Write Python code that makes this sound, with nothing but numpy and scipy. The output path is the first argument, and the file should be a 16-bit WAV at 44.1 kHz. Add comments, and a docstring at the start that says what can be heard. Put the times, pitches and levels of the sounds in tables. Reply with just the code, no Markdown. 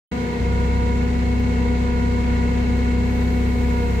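"""A deep engine boom with a steady hum on top: a forklift at fast idle, heard from inside the cab.
Four cylinders firing make the boom, and the belt-driven fan makes the hum. The valves clatter,
and hydraulic oil hisses as the mast rises, more brightly near the end. Behind them are a low
rumble, thin whines and two faint ticks. The sound starts thin; its bass comes in at 0.4 s."""
import sys
import numpy as np
from scipy import signal
from scipy.fft import rfft, irfft, next_fast_len
from scipy.io import wavfile
from scipy.ndimage import map_coordinates

SR = 44100
rng = np.random.default_rng(int(sys.argv[2]) if len(sys.argv) > 2 else 0)


def inscribe(sig):
    """Save sig as 16-bit PCM at rate SR to the path in sys.argv[1].

    A 1-D sig is mono; a 2-D sig holds one channel per row.
    Samples are clipped to [-1, 1] before scaling.
    """
    pcm = np.round(np.clip(np.atleast_2d(sig).T, -1, 1) * 32767)
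    wavfile.write(sys.argv[1], SR, pcm.astype(np.int16))


N = 176400

# Engine tones: vibrations per engine cycle (two shaft turns), left level/dB, right level/dB
ENGINE_TONES = [(2, -37, -35.5), (4, -21, -21.5), (6, -30.5, -31), (8, -40, -39), (10, -36, -37),
                (11, -36, -33.5), (12, -37, -49), (13, -34, -39.5), (16, -48, -44.5), (20, -49.5, -45),
                (23, -50.5, -47), (24, -50.5, -48.5), (25, -43, -43.5), (29, -46.5, -46.5),
                (31, -44, -50.5)]
def engine(cycles):
    """Four firings a cycle make a firm boom; unequal cylinders add tones that waver more."""
    out, cycle_hz = np.zeros((2, N)), cycles[-1] * SR / N
    for k, left_db, right_db in ENGINE_TONES:
        waver_db = 0.53 if k == 4 else 0.86
        waver = amp(waver_db * wobble(9))
        out += waver * tone(2 * np.pi * k * cycles, k * cycle_hz, left_db, right_db)
    return out


BLADES_PER_CYCLE = 14.856  # fan blades passing in one engine cycle
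# How loud the fan's main hum is on the left: t/s, level/dB
FAN_HUM = [(.12, -28), (.25, -26), (.45, -29.5), (.85, -26), (1.15, -23.5), (1.9, -24.5), (2.6, -23),
           (3.7, -23.5), (4, -31)]
# Higher fan tones: multiple of the blade rate, left peak level/dB, right peak level/dB,
# speed above average at which the cab rings most/%, width of that peak/%
FAN_OVERTONES = [(2, -31.5, -34, -0.95, 1.02), (3, -39.5, -54, 0.3, 8.9), (4, -43, -32.5, -0.66, 0.54),
                 (5, -53, -62, -0.3, 2), (6, -49, -42, -0.7, .8), (7, -51, -55.5, 0.2, 2),
                 (8, -55, -50, 0.6, 1.7), (9, -47, -44.5, 0.3, 5.9), (11, -52.5, -69, -0.2, 2.6)]
def fan(cycles, blade_hz):
    """Passing blades hum; each higher tone swells when the speed is right to make the cab ring."""
    mean_hz = blade_hz.mean()
    excess_percent = 100 * (blade_hz / mean_hz - 1)
    shaft_shake = .07 * np.sin(2 * np.pi * 2 * cycles)
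    phase = 2 * np.pi * BLADES_PER_CYCLE * cycles + shaft_shake + .025 * wobble(25)
    hum_db = np.interp(seconds(), *np.transpose(FAN_HUM)) + 0.82 * wobble(22.14)
    out = amp(hum_db) * tone(phase, mean_hz, left_db=0, right_db=-3.5)
    for k, left_db, right_db, best, width in FAN_OVERTONES:
        waver = amp((.6 + .13 * k) * wobble(22.006))
        swell = 1 / np.hypot(1, (excess_percent - best) / width)
        out += waver * swell * tone(k * phase, k * mean_hz, left_db, right_db)
    return out


# Tone colour of the clattering engine block: f/Hz, level/dB per Hz
BLOCK_SPECTRUM = [(200, -101), (330, -66), (400, -61.5), (440, -57), (485, -58.5), (560, -70), (650, -71.5),
                  (850, -67), (1000, -65), (1200, -76), (1700, -76.5), (2300, -73), (2900, -79.5),
                  (3500, -84.5), (4400, -85.5), (5500, -92.5), (9000, -105)]
# Where the engine covers ring: f/Hz, width/Hz, level/dB per Hz
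COVER_RINGS = [(1464, 44, -68.5), (1696, 45, -71), (1924, 59, -67.5), (2176, 41, -66), (2676, 17, -81),
               (3190, 82, -81), (4080, 76, -78)]
def clatter(cycles, repeat_share=.45):
    """Valve and piston noise, partly the same in every cycle, rings the block and its covers."""
    size = int(N / cycles[-1] / 2)
    one_cycle = irfft(np.exp(2j * np.pi * rng.random((2, size))))
    position = cycles % 1 * one_cycle.shape[1]
    pattern = np.array([map_coordinates(row / row.std(), [position], mode="grid-wrap")
                        for row in one_cycle])
    fresh = rng.standard_normal((2, N))
    rattle = np.sqrt(repeat_share) * pattern + np.sqrt(1 - repeat_share) * fresh
    shaft_knock = 1 + .12 * np.cos(2 * np.pi * 2 * cycles)
    fan_chop = 1 + .17 * np.cos(2 * np.pi * BLADES_PER_CYCLE * cycles)
    rattle *= shaft_knock * fan_chop * amp(.6 * wobble(14))
    covers = lambda hz: sum(amp(db) / (1 + ((hz - f) / width) ** 2) for f, width, db in COVER_RINGS)
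    return in_cab(rattle, lambda hz: np.hypot(slopes(BLOCK_SPECTRUM, hz), covers(hz)))


# Oil rushing through the pump and valve: f/Hz, level/dB per Hz
OIL_SPECTRUM = [(1500, -100), (3000, -87), (4200, -83.5), (5100, -88.5), (5900, -89.5), (6500, -86),
                (6950, -88), (7400, -88), (8600, -94), (9900, -103), (10900, -103), (11700, -99.5),
                (12600, -103), (15500, -105)]
# Finer hiss as the mast nears the top: f/Hz, level/dB per Hz
FINE_HISS_SPECTRUM = [(5000, -110), (8000, -94), (10500, -101), (11700, -100), (13000, -95), (14000, -100),
                      (15500, -99)]
def hydraulics(cycles, pulses_per_cycle=12.87, fine_start_s=2.95, fine_rise_s=.2):
    """Oil hiss pulses with the pump; a finer hiss joins late in the lift."""
    ripple = 1 + .11 * np.cos(2 * np.pi * pulses_per_cycle * cycles)
    waver = amp(.5 * wobble(30))
    oil = in_cab(ripple * waver * rng.standard_normal((2, N)), lambda hz: slopes(OIL_SPECTRUM, hz))
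    fine = in_cab(rng.standard_normal((2, N)), lambda hz: slopes(FINE_HISS_SPECTRUM, hz))
    return oil + fine * np.clip((seconds() - fine_start_s) / fine_rise_s, 0, 1)


# Low noise of air and panels: f/Hz, level/dB per Hz
RUMBLE_SPECTRUM = [(15, -76), (35, -59), (60, -64), (105, -53), (140, -56), (180, -55.5), (225, -66.5),
                   (270, -57.5), (330, -66.5), (480, -65), (640, -70), (1000, -80), (2000, -113)]
def rumble():
    """Cooling air and shaking panels fill the gaps between the tones."""
    return in_cab(rng.standard_normal((2, N)), lambda hz: slopes(RUMBLE_SPECTRUM, hz))


# Whines of the belt-driven parts: f/Hz at average speed, left level/dB, right level/dB
BELT_WHINES = [(850, -64, -54), (915, -59, -58), (1017, -50.5, -54), (2129, -53, -53.5), (2695, -54.5, -63),
               (2895, -57.5, -68)]
def whines(cycles, waver_db=1.5):
    """Pump and alternator turn with the engine and whine faintly."""
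    out, cycle_hz = np.zeros((2, N)), cycles[-1] * SR / N
    for hz, left_db, right_db in BELT_WHINES:
        phase = 2 * np.pi * hz / cycle_hz * cycles
        out += amp(waver_db * wobble(14)) * tone(phase, hz, left_db, right_db)
    return out


# Tiny ticks: t/s, level/dB
HIGH_TICKS = [(1.395, -46), (2.769, -48)]
def ticks(centre_hz=15200, width_hz=1500, decay_s=.004):
    """Faint, very high ticks: bursts of fizz that die away in a few milliseconds."""
    band = lambda hz: 1 / (1 + (2 * (hz - centre_hz) / width_hz) ** 2)
    fizz = filtered(rng.standard_normal((2, N)), band)
    t = seconds()
    bursts = sum(amp(db) * (t >= at) * np.exp(-abs(t - at) / decay_s) for at, db in HIGH_TICKS)
    return fizz / fizz.std() * bursts


def walls(x, count=8, longest_s=.009):
    """Nearby glass and panels add weak, quick echoes of the treble, different on each side."""
    delays = rng.uniform(0.097, 1, (2, count, 1)) * longest_s
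    signs = rng.choice([-1, 1], (2, count, 1))
    echoes = lambda hz: (signs * np.exp(-2j * np.pi * hz * delays)).sum(1)
    return filtered(x, lambda hz: 1 + .17 * echoes(hz) * hz / np.hypot(hz, 2500))


# How far a tone's wave on the left runs ahead of the right: f/Hz, lead/radians
LEFT_LEAD = [(30, -.19), (150, -.22), (205, -.9), (242, .2), (330, -.1), (400, -.7), (484, .3), (727, -.6),
             (970, 2.4), (1210, .6), (1455, 2.1), (1700, 2), (1940, -.6), (2180, .6)]
def tone(phase, hz, left_db, right_db):
    """One pure tone as it arrives on the left and on the right."""
    lead = along(LEFT_LEAD, hz) * np.array([[.5], [-.5]])
    return np.sqrt(2) * amp([[left_db], [right_db]]) * np.sin(phase + lead + rng.uniform(0, 2 * np.pi))


# How alike the noise is on both sides: f/Hz, likeness (1 or more = the same, -1 = opposite)
SIDE_LIKENESS = [(60, 5.5), (160, 0.3), (300, 0.87), (500, 0.1), (800, -0.5), (1300, -0.25), (2100, 0.1),
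                 (4000, 0), (12000, 0)]
# How much louder the noise is on the left: f/Hz, left minus right level/dB
SIDE_BALANCE = [(100, .5), (270, 2), (500, -1), (1200, -2), (2100, 1), (4200, -2), (8000, -.5), (13000, 3)]
def in_cab(pair, gain):
    """Give two white noises the tone colour gain(hz) and spread them between left and right."""
    def blend(hz):
        angle = np.arccos(np.clip(along(SIDE_LIKENESS, hz), -1, 1)) / 2
        return np.sqrt(SR / 2) * gain(hz) * np.array([np.cos(angle), np.sin(angle)])
    mid, side = filtered(pair, blend)
    balance = lambda hz: amp(np.outer([.5, -.5], along(SIDE_BALANCE, hz)))
    return filtered(np.array([mid + side, mid - side]), balance)


def amp(db):
    """Turn decibels into a gain."""
    return 10 ** (np.asarray(db) / 20)


def seconds():
    """The time of every sample."""
    return np.arange(N) / SR


def along(points, hz):
    """Read between the rows of an (f/Hz, value) table, on a log frequency scale."""
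    f, values = np.transpose(points)
    return np.interp(np.log(hz + 1), np.log(f + 1), values)


def wobble(rate):
    """A smooth curve through `rate` random values a second."""
    return map_coordinates(rng.standard_normal(int(N * rate / SR) + 4), [seconds() * rate])


def filtered(x, response):
    """Scale each frequency in x by response(hz)."""
    size = next_fast_len(N + SR // 2)
    return irfft(rfft(x, size) * response(np.fft.rfftfreq(size, 1 / SR)), size)[..., :N]


def slopes(points, hz):
    """Gain from an (f/Hz, level/dB) table, fading away beyond its ends."""
    low_fade = np.minimum(1, hz / points[0][0]) ** 2
    high_fade = 1 / np.maximum(1, hz / points[-1][0]) ** 2
    return amp(along(points, hz)) * low_fade * high_fade


# How fast the fan blades pass, rising and falling with the engine: t/s, f/Hz
BLADE_RATE = [(.12, 243), (.29, 242.4), (.38, 237.8), (.55, 239.8), (.7, 241), (.84, 240.5), (1.18, 243.9),
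              (1.32, 242.8), (1.46, 244.7), (1.66, 241.2), (1.8, 243.1), (1.98, 240.9), (2.3, 242.4),
              (2.42, 241.7), (2.56, 242.9), (2.86, 243), (2.98, 242.2), (3.12, 244.4), (3.4, 244.1),
              (3.66, 242.6), (3.93, 238.3)]
def scene():
    """One speed drives engine, fan and pump."""
    blade_hz = np.interp(seconds(), *np.transpose(BLADE_RATE))
    cycles = np.cumsum(blade_hz) / BLADES_PER_CYCLE / SR  # engine cycles so far
    tones = engine(cycles) + fan(cycles, blade_hz) + whines(cycles)
    return tones + rumble() + walls(clatter(cycles) + hydraulics(cycles)) + ticks()


def record(dry):
    """After a brief silence the sound starts thin, then gains its bass; the highest treble is cut."""
    start_s, bass_in_s, bass_cut_hz, top_hz = 0.1137, .4, 112, 15720
    t = seconds()
    thin = signal.sosfilt(signal.butter(2, bass_cut_hz, "high", fs=SR, output="sos"), dry)
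    bass_in = np.clip((t - bass_in_s) / .01 + .5, 0, 1)
    fade_in = np.clip((t - start_s) / 0.0036, 0, 1)
    return filtered(fade_in * (thin + bass_in * (dry - thin)), lambda hz: hz < top_hz)


dry = scene()
out = record(dry)
inscribe(out)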